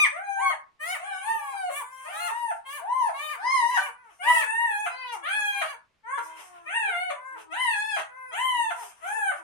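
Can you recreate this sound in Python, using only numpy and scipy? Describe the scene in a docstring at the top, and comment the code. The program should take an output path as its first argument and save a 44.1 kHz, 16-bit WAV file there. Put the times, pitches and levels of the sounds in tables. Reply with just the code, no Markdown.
"""A hard-walled room: a newborn puppy held over a table squeals close to a phone, and litter mates answer.
Each cry is a clean harmonic stack that glides, wavers and breaks off on a lower note, with air in it.
Puffs of shaped noise are the panting in and around the cries; low hums are closed-mouth whimpers.
All of these are stronger at the left microphone but reach it about a millisecond after the right.
The phone turns down faint sound, and a steady hiss lies underneath."""
import sys
import numpy as np
from scipy import signal
from scipy.fft import rfft, irfft, next_fast_len
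from scipy.io import wavfile
from scipy.ndimage import uniform_filter1d

SR = 44100
rng = np.random.default_rng(int(sys.argv[2]) if len(sys.argv) > 2 else 0)


def voltage_ratio(decibels):
    """Convert decibels (scalar or array-like) to amplitude ratios, 20 dB per decade."""
    exponent = np.asarray(decibels, float) / 20
    return 10 ** exponent


def master(y):
    """Save y as 16-bit WAV."""
    cut = np.clip(np.atleast_2d(y).T, -1, 1)
    pcm = np.round(cut * 32767)  # scale
    wavfile.write(sys.argv[1], SR, pcm.astype(np.int16))


N = 415863


def along(points, hz):
    """Reads a curve of (Hz, value) points on a log frequency axis, flat beyond its ends."""
    f, v = np.transpose(points)
    return np.interp(np.log(hz + 1), np.log(f + 1), v)


def unit(x):
    """Scales x to an rms of 1."""
    return x / np.sqrt(np.mean(x ** 2) + 1e-20)


def wobble(n, rate):
    """Draws a random curve of straight lines between normal knots, rate knots a second."""
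    knots = rng.standard_normal(int(n * rate / SR) + 2)
    return np.interp(np.arange(n) * rate / SR, np.arange(len(knots)), knots)


def coloured(x, points):
    """Filters x by the gain of (Hz, dB) points."""
    m = next_fast_len(x.shape[-1] + 2048)
    gain = voltage_ratio(along(points, np.fft.rfftfreq(m, 1 / SR)))
    return irfft(rfft(x, m) * gain, m)[..., :x.shape[-1]]


# The steady hiss of the microphones. Each row: frequency in Hz, relative density in dB per Hz.
HISS_COLOUR = [(25, -16), (69, -13), (300, -20.5), (2200, -21), (3600, -27), (11500, -43.5), (15500, -63.5)]


def hiss():
    """Shaped noise, faint and steady, partly shared by the two microphones."""
    own = rng.standard_normal((2, N))
    shared = rng.standard_normal(N)
    return np.sqrt(2) * voltage_ratio(-76) * unit(coloured(own + 0.79 * shared, HISS_COLOUR))


# The throat's lift of the lower strong harmonic. 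Each row: frequency in Hz, gain in dB.
LOW_THROAT_LIFT = [(600, -0.5), (800, -1.2), (930, 3), (1060, 0.3), (1300, 0.5)]


def voice(cries, manners, throat, breath_db, break_share, fall_s, fade_s, jitter, order, rise_s=0.025):
    """Harmonics on a gliding pitch plus air rushing once a cycle; the end breaks to a lower, duller note.

    The two strongest harmonics are numbers order and order + 1.
    """
    out = np.zeros(N + SR)
    k = np.arange(1, 25)[:, None]  # harmonic numbers
    strong = slice(order - 1, order + 1)
    for rows, manner in zip(cries, manners):
        opening_db, closing_db, middle_db, gap_db, treble_db, break_db = manner
        s, hz, level = np.transpose(rows)
        start = max(s[0] - rise_s, 0)
        t = start + np.arange(round((s[-1] + fall_s + fade_s - start) * SR)) / SR
        broken = np.clip((t - s[-1]) / fall_s, 0, 1)

        # pitch: rounded corners, a fall at the end, and a jitter that grows with the break
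        glide = uniform_filter1d(uniform_filter1d(np.interp(t, s, hz), size=800), size=800)
        pitch = glide * (1 - (1 - break_share) * broken)
        unsteady = 1 + jitter * (1 + 3 * broken) * wobble(len(t), 149.87)
        turn = 2 * np.pi * np.cumsum(pitch * unsteady) / SR

        # the tabled effort lies midway between the two strong harmonics; effort_db is the upper one
        balance_db = np.interp(t, [s[0], s[-1]], [opening_db, closing_db])
        effort_db = np.interp(t, s, level) - balance_db / 2
        mouth = [(1900, 0), (3200, middle_db), (5200, gap_db), (7000, treble_db)]
        mouth_db = along(mouth, k * pitch) - 2.23 * k * broken  # the mouth closes on the break
        # each harmonic wavers on its own
        shimmer_db = np.array([7.06 * wobble(len(t), 41.06) + 6.17 * wobble(len(t), 8.15) for _ in k])
        # overtones lose 0.11 dB an octave for each dB below the cry's greatest effort
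        effort_tilt_db = 0.11 * np.log2(k) * (effort_db - effort_db.max())
        level_db = effort_db + mouth_db + along(throat, k * pitch) + effort_tilt_db
        level_db += shimmer_db * np.minimum(0.11 * k, 0.7)
        # the two strong harmonics are set directly, by their balance
        level_db[strong] = effort_db + balance_db * [[1], [0]] + 0.35 * shimmer_db[strong]
        level_db[order - 1] += along(LOW_THROAT_LIFT, order * pitch)
        tone = np.sqrt(2) * (voltage_ratio(level_db) * np.sin(k * turn)).sum(axis=0)

        # thin air runs through the cry, full air enters with the break
        rush = rng.standard_normal(len(t)) * (1 + 0.5 * np.sin(turn))
        thin = coloured(coloured(rush, [(2000, -14.0), (5200, -3.0), (7500, 8.0)]), throat)
        full = coloured(rush, [(300, -53.0), (700, -5.5)] + throat)
        air = voltage_ratio(treble_db + breath_db) * unit(thin) + voltage_ratio(-5.5) * broken * unit(full)

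        fading = np.clip((t - s[-1] - fall_s) / fade_s, 0, 1)
        rise = np.clip((t - s[0]) / rise_s + 1, 0, 1) ** 2
        envelope = rise * voltage_ratio(break_db * broken) * (1 - fading) ** 1.72
        out[round(start * SR):][:len(t)] += envelope * (tone + voltage_ratio(effort_db) * air)
    return out[:N]


# A mate with a higher voice, one list a cry. Each row: time in seconds, pitch in Hz, effort in dB.
HIGH_CRIES = [
    [(0.0, 1232, -27), (0.035, 1192, -29)],
    [(0.37, 798, -52), (0.43, 1126, -37), (0.48, 1095, -31.5), (0.515, 1073, -39.5)],
]
# How each high cry is voiced. Each row: fundamental over second harmonic at the start in dB, the same
# at the end in dB, harmonics near 3.3 kHz in dB, near 5.2 kHz in dB, treble in dB, final break in dB.
HIGH_MANNER = [(-9.5, -8.5, 3.5, 4.7, -4, -9.5), (9.5, 2.5, 2, 1.5, 1, -6)]
# Throat and mouth of this mate and of the held puppy, for all but the two strong harmonics.
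# Each row: frequency in Hz, gain in dB over the upper strong harmonic before the cry's own voicing.
CLEAR_THROAT = [(1500, 1.5), (3000, -9), (3800, -20.5), (5340, -33), (6500, -21.5), (7670, -30),
                (8460, -16.5), (10400, -20), (12700, -36), (15500, -105.5)]


def high_mate():
    """Two short cries in a higher voice, the fundamental and second harmonic strongest."""
    return voice(HIGH_CRIES, HIGH_MANNER, CLEAR_THROAT, breath_db=-23, break_share=0.72,
                 fall_s=0.035, fade_s=0.0076, jitter=0.0033, order=1)


# The puppy held close to the phone, one list a cry. Each row: time in seconds, pitch in Hz, effort in dB.
HELD_CRIES = [
    [(0.13, 577, -52.5), (0.174, 709, -42), (0.222, 815, -49), (0.292, 794.8, -41), (0.495, 772, -40.5)],
    [(0.99, 634, -50), (1.07, 838, -47.5), (1.14, 741, -44), (1.206, 769, -46.5), (1.3, 920, -37.5),
     (1.41, 837, -49), (1.572, 788.4, -45), (1.69, 708, -44.5)],
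    [(2.06, 603, -49.5), (2.134, 830.5, -49), (2.272, 867, -45), (2.376, 960.4, -46), (2.458, 932.5, -45.5),
     (2.505, 849, -42.5)],
    [(2.82, 645, -53), (2.894, 957, -46), (2.952, 1048, -44.5), (2.998, 1023, -42), (3.085, 820, -43.5)],
    [(3.385, 688, -53.5), (3.455, 989, -41), (3.531, 1081, -34), (3.629, 927, -38), (3.721, 1017, -42),
     (3.765, 938, -35.5)],
    [(4.21, 709, -47.5), (4.262, 930, -40.5), (4.285, 986.4, -31.5), (4.335, 968.4, -34.5),
     (4.36, 946, -36), (4.426, 847.4, -42), (4.632, 953, -39), (4.736, 818, -40), (4.855, 861.5, -40.5)],
    [(5.24, 556, -47.5), (5.294, 778, -43), (5.35, 856.4, -40), (5.518, 807, -41), (5.61, 795, -40)],
    [(6.05, 439.6, -60.5), (6.114, 536.6, -48.5), (6.17, 582.4, -50)],
    [(6.67, 603, -49), (6.76, 953, -37.5), (6.94, 687.5, -41), (7.048, 749.4, -42), (7.095, 722.6, -42.5)],
    [(7.52, 635, -45), (7.574, 970, -42), (7.616, 1037, -36), (7.752, 823.5, -38.5), (7.882, 880, -41),
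     (7.96, 796.7, -39)],
    [(8.33, 640, -45.5), (8.398, 995, -42), (8.452, 1047, -40), (8.594, 942.5, -39), (8.7, 853.4, -43.5)],
    [(9.03, 643, -48), (9.08, 802, -41.5), (9.155, 890, -40), (9.31, 733.6, -40)],
]
# How each held cry is voiced. Each row: fundamental over second harmonic at the start in dB, the same
# at the end in dB, harmonics near 3.3 kHz in dB, near 5.2 kHz in dB, treble in dB, final break in dB.
HELD_VOICING = [(2.5, 6, -13.5, -7.5, -8, 2.5), (3, 7, -3, 0.3, 0, 1), (1, 10.5, -3, -6, 0.5, 2.3),
                (19, 11, -2.5, 2.5, 1.5, 2.5), (5, 0, -5.5, 16, -0.5, 4.5), (-4.5, -1, 0.5, -15, -1.5, 9),
                (-11.5, -3.5, 4.5, -6.5, -7.5, 10.5), (-14.5, -11, -17, -12, -10, 10.5),
                (-5, -1, -1, -14.5, -8.5, 8.5), (-2.5, -1.5, 1.8, -0.8, -3, 5.5), (3, 2, 7, -5.5, 1, 9),
                (-1.5, 0.5, -7.5, -22, -3.5, -0.5)]


def held_puppy():
    """Long gliding squeals, the fundamental and second harmonic strongest, breaking off quickly."""
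    return voice(HELD_CRIES, HELD_VOICING, CLEAR_THROAT, breath_db=-23.0, break_share=0.8,
                 fall_s=0.01044, fade_s=0.032, jitter=0.0027, order=1)


# Cries of the litter mates. Each row: start in seconds, length in seconds, top pitch in Hz,
# last pitch in Hz, effort from the top on in dB.
MATE_CRIES = [(0.812, 0.12, 732, 768, -41.5), (1.007, 0.23, 588.5, 555, -56), (1.244, 0.28, 623, 533, -51),
              (1.709, 0.08, 581, 599, -45), (1.84, 0.21, 520.3, 532, -53.5),
              (2.13, 0.14, 714.5, 697.5, -40.5), (2.666, 0.1, 587, 593.5, -44.5),
              (3.145, 0.18, 612, 596.5, -44), (3.717, 0.14, 599, 589.6, -43.5),
              (3.919, 0.17, 501, 432, -64), (4.238, 0.17, 663.4, 642.7, -36.5),
              (4.905, 0.23, 521, 467.5, -46), (5.533, 0.18, 562, 574.5, -49.5),
              (6.234, 0.16, 523, 513, -59.5), (7.165, 0.18, 523.4, 524.6, -50),
              (8.1, 0.21, 520, 498.7, -53), (8.74, 0.076, 495.5, 449, -51)]
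# How each of them is voiced. Each row: second over third harmonic in dB, harmonics near 3.3 kHz in dB,
# treble in dB.
MATE_VOICING = [(-5, 7.5, -0.3), (2, 10, -5.5), (7.5, 4.5, 3.5), (4.5, 12.5, 8.5), (6.5, 3, 3.5),
                (0, 9, 0.5), (4, 10, 4), (1, 10.5, -0.5), (-0.5, 8, -3), (1.5, -18.5, -6), (-2, 7.5, -2),
                (4, 10.5, -12), (-0.3, 11, -1.5), (-1, 5, -13), (0.5, -18, -11), (-5, -16, -10.5),
                (8.5, -23, 3)]
# Throat and mouth of the mates, for all but the two strong harmonics. Each row: frequency in Hz,
# gain in dB over the upper strong harmonic before the cry's own voicing.
MATE_MOUTH = [(550, -8.5), (1080, 6), (1250, -5.5), (2300, -2), (3000, -15), (3600, -22), (5400, -29),
              (6050, -23), (7380, -25), (9850, -16.5), (13000, -30), (15500, -22.5)]


def litter_mates():
    """Each cry climbs to its top while it swells, then drifts to its last pitch and breaks lower."""
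    rest_hz, head_start = 472.5, 0.48  # a cry starts this share of the way from rest to its top
    climb_s, swell_db = 0.09, 6.5
    cries = []
    for s, length, top_hz, last_hz, db in MATE_CRIES:
        first_hz = rest_hz + head_start * (top_hz - rest_hz)
        top_s = s + min(climb_s, 0.75 * length)
        cries.append([(s, first_hz, db - swell_db), (top_s, top_hz, db), (s + length, last_hz, db)])
    # harmonics near 5.2 kHz partly follow those near 3.3 kHz; the final break is 4 dB softer
    manners = [(balance_db, balance_db, middle_db, -2 + 0.43 * middle_db, treble_db, -4)
               for balance_db, middle_db, treble_db in MATE_VOICING]
    return voice(cries, manners, MATE_MOUTH, breath_db=-7.0, break_share=0.76,
                 fall_s=0.038, fade_s=0.0056, jitter=0.0079, order=2)


# Panting in and around the cries. Each row: start in seconds, length in seconds, level at the middle in dB.
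PUFFS = [(1.875, 0.81, -61), (3.954, 0.45, -66), (5.112, 0.05, -50), (6.191, 0.16, -58), (6.314, 0.18, -57),
         (6.31, 0.49, -65.5), (7.356, 0.076, -53), (7.976, 0.036, -45), (8.722, 0.21, -53.5),
         (8.919, 0.32, -55), (9.335, 0.071, -55.5)]
# Colour of the panting. Each row: frequency in Hz, relative density in dB per Hz.
PUFF_COLOUR = [(300, -21), (600, -12.5), (1200, -11), (3000, -14), (5400, -12), (7200, -17.5),
               (9200, -10.5), (11500, -19), (13000, -18), (15500, -51)]


def panting():
    """Soft puffs of noise, air through nose and mouth, whose low and high halves flicker separately."""
    t = np.arange(N) / SR
    puffs = sum(voltage_ratio(db) * np.sin(np.pi * np.clip((t - s) / length, 0, 1)) for s, length, db in PUFFS)
    air = np.zeros(N)
    for half in ([(3000, 1.5), (6000, -28)], [(3000, -28.5), (6000, -2)]):
        flicker_db = 4 * wobble(N, 25) + 1.9 * wobble(N, 60)
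        air += voltage_ratio(flicker_db) * coloured(rng.standard_normal(N), half)
    return puffs * unit(coloured(air, PUFF_COLOUR))


# Low closed-mouth whimpers. Each row: start in seconds, length in seconds, first pitch in Hz,
# last pitch in Hz, effort at the middle in dB.
HUMS = [(3.405, 0.1, 306, 297, -65.5), (5.125, 0.077, 370, 336, -61.5), (5.335, 0.094, 293.5, 311.4, -65),
        (6.204, 0.15, 321.6, 322.4, -65.5), (6.387, 0.29, 378.5, 330.5, -66),
        (6.86, 0.066, 426, 468, -54.5), (7.303, 0.117, 318, 332, -70), (7.367, 0.06, 448, 424, -64.5),
        (7.473, 0.08, 318.5, 317, -61.5), (8.508, 0.2, 322.3, 308.6, -67.5),
        (8.808, 0.039, 433, 417.6, -67), (9.094, 0.13, 503, 442, -59), (9.354, 0.054, 364, 320, -65)]
# Throat and nose of the whimpers, for all but the two strong harmonics. Each row: frequency in Hz,
# gain in dB over the upper strong harmonic.
HUM_THROAT = [(700, 16.5), (1900, -11), (2600, -28), (15000, -107)]


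def whimpers():
    """Low hums through the nose, loudest in the middle, gliding to a last pitch and sagging below it."""
    edge_db = 7  # softer at both ends
    balance_db = 1  # fundamental over second harmonic
    hums = []
    for s, length, first_hz, last_hz, db in HUMS:
        middle = (s + length / 2, (first_hz + last_hz) / 2, db)
        hums.append([(s, first_hz, db - edge_db), middle, (s + length, last_hz, db - edge_db)])
    manners = [(balance_db, balance_db, 0, 0, 0, 0)] * len(hums)
    return voice(hums, manners, HUM_THROAT, breath_db=-36, break_share=0.92,
                 fall_s=0.04, fade_s=0.025, jitter=0.0038, order=1)


# Reverberation of the hard-walled room. Each row: frequency in Hz, nominal 60 dB decay time in seconds.
ROOM_DECAY = [(300, 0.11), (1000, 0.34), (3000, 0.23), (8000, 0.36), (14000, 0.18)]


def placed(x, lag_s, left_db, wet_db):
    """Direct sound reaches the left microphone lag_s later; each microphone has its own decaying noise tail."""
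    hz, t, z = signal.stft(rng.standard_normal((2, SR // 2)), SR, nperseg=256)
    decay_db = -60 * (t / along(ROOM_DECAY, hz)[:, None]) ** 0.94
    tail = signal.istft(z * voltage_ratio(decay_db), SR, nperseg=256)[1]
    tail *= voltage_ratio(wet_db) / np.linalg.norm(tail, axis=1, keepdims=True)
    response = np.pad(tail, ((0, 0), (200, 0)))  # the tail waits 200 samples
    response[0, round(lag_s * SR)] = voltage_ratio(left_db / 2)
    response[1, 0] = voltage_ratio(-left_db / 2)
    return signal.fftconvolve(x[None], response, axes=1)[:, :N]


def scene():
    """The voices and the panting in the room, each group with its own lag, left-right level and tail."""
    near = placed(held_puppy() + panting(), 43 / SR, left_db=7.5, wet_db=3.0)
    mates = placed(litter_mates() + high_mate(), 44 / SR, left_db=2.5, wet_db=-3.0)
    hums = placed(whimpers(), 52 / SR, left_db=4.5, wet_db=4.5)
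    return near + mates + hums


# Bass cut of the phone's microphones. Each row: frequency in Hz, gain in dB.
BASS_CUT = [(120, -66), (260, 0.5), (400, 2.5)]


def microphones(x):
    """The microphones cut the bass."""
    return coloured(x, BASS_CUT)


def suppressed(x):
    """Noise suppression: parts of the spectrum near or below a threshold are turned down further."""
    threshold_db, firmness = -81.5, 0.53
    z = signal.stft(x, nperseg=1024)[2]
    over_hz = uniform_filter1d(np.abs(z) ** 2, size=3, axis=1)
    power = np.abs(uniform_filter1d(over_hz, size=3, axis=2))
    gain = (power / (power + voltage_ratio(2 * threshold_db))) ** firmness
    return signal.istft(z * gain, nperseg=1024)[1][:, :N]


def roll_off(x):
    """The treble ends steeply here."""
    return signal.sosfilt(signal.butter(12, 15690, fs=SR, output="sos"), x)


def record(dry):
    """The microphones cut the bass, the phone suppresses faint sound, and hiss is added."""
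    mix = suppressed(microphones(dry)) + hiss()
    return roll_off(mix)


dry = scene()
out = record(dry)
master(out)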